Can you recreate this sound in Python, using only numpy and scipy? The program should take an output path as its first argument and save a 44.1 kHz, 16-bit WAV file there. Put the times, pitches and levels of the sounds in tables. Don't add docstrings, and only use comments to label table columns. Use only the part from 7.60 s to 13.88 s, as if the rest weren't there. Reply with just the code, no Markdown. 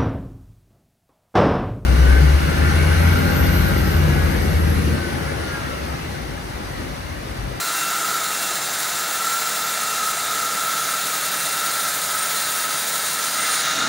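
import sys
import numpy as np
from scipy import signal
from scipy.fft import rfft, irfft
from scipy.io import wavfile
from scipy.ndimage import uniform_filter1d, map_coordinates

SR = 44100
rng = np.random.default_rng(int(sys.argv[2]) if len(sys.argv) > 2 else 0)


def persist_wave(psi):
    counts = np.round(np.clip(psi, -1, 1) * 32767).astype(np.int16)
    wavfile.write(sys.argv[1], SR, np.atleast_2d(counts).T)


def attenuation_scalar(level_db):
    decades = np.asarray(level_db, float) / 20
    return 10 ** decades


N = 276948
TIME = np.arange(N) / SR
CONTROL_STEP = 32
TEETH_PER_TURN = 34.15
THINNING_S, BREAKOUT_S, EXIT_S = (2.7, 4.3), (5.65, 5.95), 6.01


def rms_one(x):
    return x / np.sqrt(np.mean(x ** 2) + 1e-20)


def in_time(rows):
    s, value = np.transpose(rows)
    return np.interp(TIME, s, value)


def at_hz(points, hz):
    point_hz, level_db = np.transpose(points)
    return np.interp(np.log(hz), np.log(point_hz), level_db)


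def smooth(slow):
    return np.interp(np.arange(N) / CONTROL_STEP, np.arange(len(slow)), slow)


def drift(rate):
    warm_up = 2000
    r = np.exp(-2 * CONTROL_STEP * np.pi * rate / SR)
    noise = rng.standard_normal(N // CONTROL_STEP + 2 + warm_up)
    return rms_one(signal.lfilter([1], [1, -2 * r, r * r], noise)[warm_up:])


def swells(rows):
    t = np.arange(N // CONTROL_STEP + 2) * CONTROL_STEP / SR
    return smooth(sum(db * np.exp(-(2 * (t - s) / length) ** 4) for s, length, db in rows))


def ramp(start_s, end_s):
    return np.clip((TIME - start_s) / (end_s - start_s), 0, 1)


def along_cut(steady_db, thin_db, breakout_db, fall_db_per_s):
    inside_db = steady_db + thin_db * ramp(*THINNING_S) + breakout_db * ramp(*BREAKOUT_S)
    return inside_db - fall_db_per_s * np.maximum(TIME - EXIT_S, 0)


def coloured(x, spectrum):
    hz = np.maximum(np.fft.rfftfreq(N, 1 / SR), 1)
    return irfft(rfft(x) * attenuation_scalar(at_hz(spectrum, hz)), N)


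def band(x, low_hz, high_hz):
    return signal.sosfilt(signal.butter(3, [low_hz, high_hz], "band", fs=SR, output="sos"), x)


def resonate(x, hz, width_hz):
    r = np.exp(-np.pi * width_hz / SR)
    poles = [1, -2 * r * np.cos(2 * np.pi * hz / SR), r * r]
    return signal.lfilter([(1 - r * r) / 2, 0, (r * r - 1) / 2], poles, x)


def resonate_twice(x, hz, width_hz):
    return resonate(resonate(x, hz, width_hz), hz, width_hz)


def wheel_turns(per_s):
    return np.cumsum(per_s) / SR / TEETH_PER_TURN


# pitch_hz, level_db.
FIBRES = [(880, -28), (1500, 1.5), (2080, -2), (2550, -8), (2660, -9), (2860, -7.5), (3210, -6.5),
          (3430, -3.5), (3780, -1), (4530, -5), (5380, -6), (6930, -2.5), (8090, -6.5), (9150, -2.5),
          (10600, -9.5), (13800, -41), (22000, -120)]
DUST = [(10900, -10), (11300, -7.5), (12000, -9), (12850, -8), (13050, -15), (13600, -16), (14100, -12),
        (14800, -9.5), (15700, -3.5), (16500, -3.5)]
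HISS = FIBRES[:-3] + [(10550, -9.0)] + DUST
# pitch_hz, level_db.
TOOTH_OVER_HISS = [(600, 17), (1700, 15.5), (2500, 16), (3500, 17), (6000, 20), (9000, 21.5), (11000, 26),
                   (13500, 27), (15500, 26)]
STRONG_PARTIALS = {2: 2.5, 8: 13.2, 10: -3.1, 11: 2.7, 12: 6.1, 14: 5.5, 22: 11.3, 25: 4.1, 26: 6.7, 27:
                   1.1, 30: 1.9, 37: 1}
BURSTS = {8: [(.23, 0.21, 8), (.55, .15, -4), (.745, 0.057, 7), (.84, 0.058, 8), (1.21, 0.14, -7),
          (2.33, .2, 2.5), (2.69, .15, -6), (3.85, 0.15, 2.5), (4.35, 0.62, -7), (5.0, .2, -3),
          (5.3, .2, -9), (5.58, .2, 1), (5.95, 0.27, 1.5)], 11: [(1.06, 0.072, 7), (1.28, 0.1, 6),
          (2.7, 0.084, 10.5), (2.3, 0.35, -1), (4.05, .12, 6), (5.47, .12, 4)], 12: [(.04, .1, 8.5),
          (.95, 0.077, 8), (1.76, .2, 4), (4.8, .13, 10), (5.9, .15, 1)], 14: [(.8, 0.46, -8),
          (5.15, .15, 6), (5.7, 0.18, 4)], 9: [(5.68, .15, 13)], 6: [(5.82, .12, 13)], 17: [(2.2, 1.0, 4)],
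          16: [(1.8, 0.46, 9)], 21: [(1.0, 2.0, 7)], 22: [(4.8, 4.7, -6)]}
# steady_db, thin_db, breakout_db, fall_db_per_s.
SINGING_DB = (-3.5, 8, 6, 30.0)
# pitch_hz, level_db.
TEETH_OUT_DB = [(2800, 0.5), (4500, -12), (9000, -9)]


def teeth(per_s, waver, own_waver, flicker_db):
    strokes = np.cumsum(per_s * (1 + waver * smooth(drift(14.2)))) / SR
    sung_db = {k: swells(rows) for k, rows in BURSTS.items()}
    sung_db.update({k: along_cut(*SINGING_DB) for k in (26, 27, 30)})
    out = np.zeros(N)
    for k in range(2, 47):
        hz = k * np.median(per_s)
        level_db = at_hz(HISS, hz) + at_hz(TOOTH_OVER_HISS, hz) + STRONG_PARTIALS.get(k, 0)
        swell = drift(18) + 0.51 * drift(0.95)
        depth_db = flicker_db * (0.6 if k in sung_db else 1.1)
        gain = smooth(attenuation_scalar(level_db + depth_db * swell))
        if k in sung_db:
            gain *= attenuation_scalar(sung_db[k])
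        leaving = ramp(*BREAKOUT_S) if k > 31 else ramp(EXIT_S, EXIT_S + 0.06)
        gain *= attenuation_scalar(at_hz(TEETH_OUT_DB, hz) * leaving)
        wander = smooth(own_waver * k * drift(12.3))
        out += gain * np.sin(2 * np.pi * (k * strokes + rng.random()) + wander)
    return out


# steady_db, thin_db, breakout_db, fall_db_per_s.
BITE_DB = (-28, 0.8, 3, 4)
SQUEAL_DB = (-32, 0, -0.5, 12)
DUST_DB = (-33.7, 1.5, 0.5, 51)


def cut(per_s, patchy_db):
    hiss = coloured(rng.standard_normal(N), HISS) * np.sqrt(SR / 2)
    tones = teeth(per_s, waver=0.001, own_waver=0.06, flicker_db=2.8)
    spectrum, hz = rfft(hiss + tones), np.fft.rfftfreq(N, 1 / SR)
    squeal_db = along_cut(*SQUEAL_DB) - 2.5 * ramp(EXIT_S, EXIT_S + 0.038)
    bands = [(along_cut(*BITE_DB), 2000, 7500), (squeal_db, 7700, 10500), (along_cut(*DUST_DB), 11000, 15700)]
    controls = []
    for control_db, low, high in bands:
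        power = 2 * np.sum(np.abs(spectrum[(hz > low) & (hz < high)]) ** 2) / N ** 2
        controls.append(uniform_filter1d(control_db, size=3000) - 10 * np.log10(power))
    chips = drift(31) + 1.4 * drift(36)
    edges = np.r_[0, np.geomspace(2000, 14000, 13), SR / 2]
    out = np.zeros(N)
    for low, high in zip(edges, edges[1:]):
        place = np.interp(high, [7500, 9000, 10500, 13000], [0, 1, 1, 2])
        level_db = sum(max(1 - abs(place - i), 0) * c for i, c in enumerate(controls))
        level_db += 1.2 * place * ramp(EXIT_S, EXIT_S + 0.08)
        if low < 13000 < high:
            level_db -= 22.0 * np.maximum(TIME - 5.85, 0)
        depth_db = patchy_db * np.interp(high, [2000, 14000], [0.4, 1.1])
        flicker = smooth(0.2 * chips + 0.44 * drift(50))
        zone = irfft(spectrum * ((hz >= low) & (hz < high)), N)
        out += attenuation_scalar(level_db + depth_db * flicker) * zone
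    return out


def wheels(per_s, fresh, renew_s):
    spots = 4434
    patterns = rng.standard_normal((int(TIME[-1] / 0.2) + 3, spots))
    spot = wheel_turns(per_s) % 1 * (spots - 1)
    age = TIME / max(renew_s, 0.2)
    share = age % 1 * np.pi / 2
    old, new = [map_coordinates(patterns, [age.astype(int) + i, spot], order=1) for i in (0, 1)]
    repeating = old * np.cos(share) + new * np.sin(share)
    return repeating + fresh * rng.standard_normal(N)


# pitch_hz, width_hz, level_db, group.
GUARD_MODES = [(1256, 12, 0, 0), (1274, 12, -1, 0), (1303, 14, 0, 1), (1323, 10, -1, 2), (1338, 16, 0, 2),
               (1364, 14, -4, 2), (1395, 9, 0, 3), (1442, 16, -4, 3), (1466, 20, -6, 3), (1580, 24, -10, 3),
               (1604, 16, -10, 3)]
GROUP_DB = [-.2, 1.6, 1.3, -1.2]
# centre_s, length_s, level_db.
GROUP_SWELLS = [
    [(1.7, 0.55, -1), (2.6, .3, 2), (4.7, .2, -12), (5.85, 0.22, 5)],
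    [(2.5, 1.0, 3.5), (6.1, 0.45, -8)],
    [(1.7, 0.23, 4.4), (4.15, 0.28, 0.97)],
    [(.15, 0.41, 3.5), (2.3, .3, 0.5), (2.62, .12, -6), (6.05, 0.22, -11)],
]
WHEEL_ORDERS = {1: 130, 2: 136}
ORDER_SWELLS = {1: [(1.0, 1.1, -9.5), (2.45, 0.64, 7.5), (3.2, .7, 7), (5.0, 2.7, 8), (6.1, 0.44, -4)],
                2: [(1.0, 0.99, -3), (2.3, 0.33, 2), (3.65, 0.43, -4), (4.9, 1, -4.5), (5.6, 0.13, 2)]}
# start_s, level_db.
SHAKE = [(0.0, -29.5), (0.55, -24), (0.78, -30.5), (1.45, -28.5), (1.68, -29.5), (1.95, -29.5), (2.3, -27),
         (2.8, -28), (3.5, -26.5), (3.78, -29.5), (4.12, -28), (4.42, -31), (4.58, -27), (4.72, -30.5),
         (5.1, -29), (5.4, -31.5), (5.7, -31.5), (6.2, -25)]


def guard(per_s, rattle):
    share_db = [-6, -10.5, -5, -10]
    turns, shake_db = wheel_turns(per_s), in_time(SHAKE)
    out = np.zeros(N)
    for group, rows in enumerate(GROUP_SWELLS):
        ring_db = shake_db + share_db[group] + swells(rows) + 1.72 * smooth(drift(4.3))
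        modes = np.zeros(N)
        for hz, width, db, member in GUARD_MODES:
            if member == group:
                modes += attenuation_scalar(db) * resonate(resonate(rattle, hz, width), hz, 2 * width)
        modes = rms_one(modes)
        modes /= np.sqrt(uniform_filter1d(modes ** 2, size=15000))
        if group in WHEEL_ORDERS:
            swell = smooth(attenuation_scalar(4.0 + 1.9 * drift(3.7))) * attenuation_scalar(swells(ORDER_SWELLS[group]))
            wander = smooth(0.8 * drift(4))
            modes += swell * np.sin(2 * np.pi * WHEEL_ORDERS[group] * turns + wander)
        out += attenuation_scalar(ring_db + GROUP_DB[group]) * rms_one(modes)
    return out


# pitch_hz, level_db.
FRAME = [(26, -57), (45, -36), (65, -18), (107, -16), (152, -4.5), (366, -13), (456, -7.5), (530, -7.5),
         (678, 0.5), (737, -3), (1100, -3), (1190, 3), (1550, -32), (2620, -120)]
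# pitch_hz, width_hz, level_db over the rumble.
PANELS = [(161, 14, 3.5), (201, 10, 4.5), (298, 16, 4.5), (445, 16, 3.5), (475, 14, 3.5), (793, 20, 3.5)]
# steady_db, thin_db, breakout_db, fall_db_per_s (minus = rise).
RUMBLE_DB = (-36.5, -0.4, 0.5, -7)
THRUM_DB = (-48.5, 1.5, -0.8, -26)


def frame(rattle):
    rumble = coloured(rattle, FRAME[:-3] + [(1200, -3.0), (1500, -13.5), (2100, -8.0), (2800, -23)])
    for hz, width, db in PANELS:
        rumble += (attenuation_scalar(db) - 1) * resonate(rumble, hz, width)
    split_hz = 360
    thrum = signal.sosfilt(signal.butter(4, split_hz, fs=SR, output="sos"), rumble)
    rest = signal.sosfilt(signal.butter(4, split_hz, "high", fs=SR, output="sos"), rumble)
    thrum *= attenuation_scalar(along_cut(*THRUM_DB) - 1.2) / np.std(band(rumble, 120, 225))
    rest *= attenuation_scalar(along_cut(*RUMBLE_DB) - 0.4) / np.std(band(rumble, 400, 1100))
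    return thrum + rest


# pitch_hz, level_db.
HUM_HZ = [(79.58, 0), (80.14, -3.5)]
# steady_db, thin_db, breakout_db, fall_db_per_s (minus = rise).
HUM_DB = (-60.0, -0.3, 0, -25)


def hum(per_s):
    null_s = 1.8
    clock = np.cumsum(per_s / np.median(per_s)) / SR - null_s
    (low_hz, low_db), (high_hz, high_db) = HUM_HZ
    low = attenuation_scalar(low_db) * np.sin(2 * np.pi * low_hz * clock)
    high = attenuation_scalar(high_db) * np.sin(2 * np.pi * high_hz * clock)
    return attenuation_scalar(along_cut(*HUM_DB)) * (low - high)


def log_drum():
    return attenuation_scalar(-49.5) * (1 - ramp(1.3, 1.9)) * rms_one(band(rng.standard_normal(N), 327, 424))


def scratch():
    sizzle = rms_one(resonate_twice(rng.standard_normal(N), hz=8920, width_hz=500))
    level_db = along_cut(steady_db=-54.5, thin_db=12.5, breakout_db=-1, fall_db_per_s=80.0)
    return attenuation_scalar(level_db + 6.4 * smooth(drift(25.0))) * sizzle


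# pitch_hz, width_hz, level_db.
FREE_BLADE = [(1530, 32, -38), (3720, 120, -33.5), (3900, 280, -34.5), (6500, 210, -51)]


def free_blade():
    shake = rng.standard_normal(N)
    rings = sum(attenuation_scalar(db) * rms_one(resonate_twice(shake, hz, width)) for hz, width, db in FREE_BLADE)
    return ramp(EXIT_S - 0.05, EXIT_S + 0.1) * rings


def bed_knock():
    return attenuation_scalar(-38.0) * ramp(6.1, 6.186) * rms_one(band(rng.standard_normal(N), 224, 337))


# start_s, teeth_per_s.
SPEED = [
    (0.0, 339.6),
    (3.43, 339.6),
    (4.6, 340.8),
    (5.84, 340.8),
    (5.98, 345.0),
    (6.12, 350.0),
    (6.28, 352.5),
]


def scene():
    per_s = in_time(SPEED)
    sound = cut(per_s, patchy_db=2.62)
    sound += guard(per_s, wheels(per_s, fresh=0.7, renew_s=1.5))
    sound += frame(wheels(per_s, fresh=0.95, renew_s=1.597))
    sound += hum(per_s) + log_drum() + scratch() + free_blade() + bed_knock()
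    return np.array([sound, sound])


def top_cut(x):
    return signal.sosfilt(signal.butter(12, 17130, fs=SR, output="sos"), x)


# centre_s, low_hz, high_hz, level_db.
SIDE_FLECKS = [(.416, 5700, 7000, -39), (.742, 13800, 15200, -42), (1.02, 5100, 6400, -40),
               (4.224, 14500, 15900, -39), (4.386, 13100, 15300, -40), (5.153, 8300, 9700, -36),
               (5.617, 6300, 7700, -36), (5.64, 5100, 6900, -37), (5.734, 4200, 5300, -38),
               (5.734, 13100, 14600, -41)]


def record(dry):
    side, span = np.zeros(N), 2048
    hz, t = np.fft.rfftfreq(span, 1 / SR), (np.arange(span) - span // 2) / SR
    fade = np.clip((0.0135 - np.abs(t)) / 0.0033, 0, 1)
    for s, low_hz, high_hz, db in SIDE_FLECKS:
        noise = rms_one(irfft(rfft(rng.standard_normal(span)) * ((hz > low_hz) & (hz < high_hz))))
        start = round(s * SR) - span // 2
        side[start:start + span] += attenuation_scalar(db) * fade * noise
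    cutoff_hz = 15740
    kept = irfft(rfft(dry) * (np.fft.rfftfreq(N, 1 / SR) < cutoff_hz), N)
    kept = signal.sosfilt(signal.butter(3, 45, "high", fs=SR, output="sos"), kept)
    return top_cut(kept + side * [[1], [-1]])


dry = scene()
out = record(dry)
persist_wave(out)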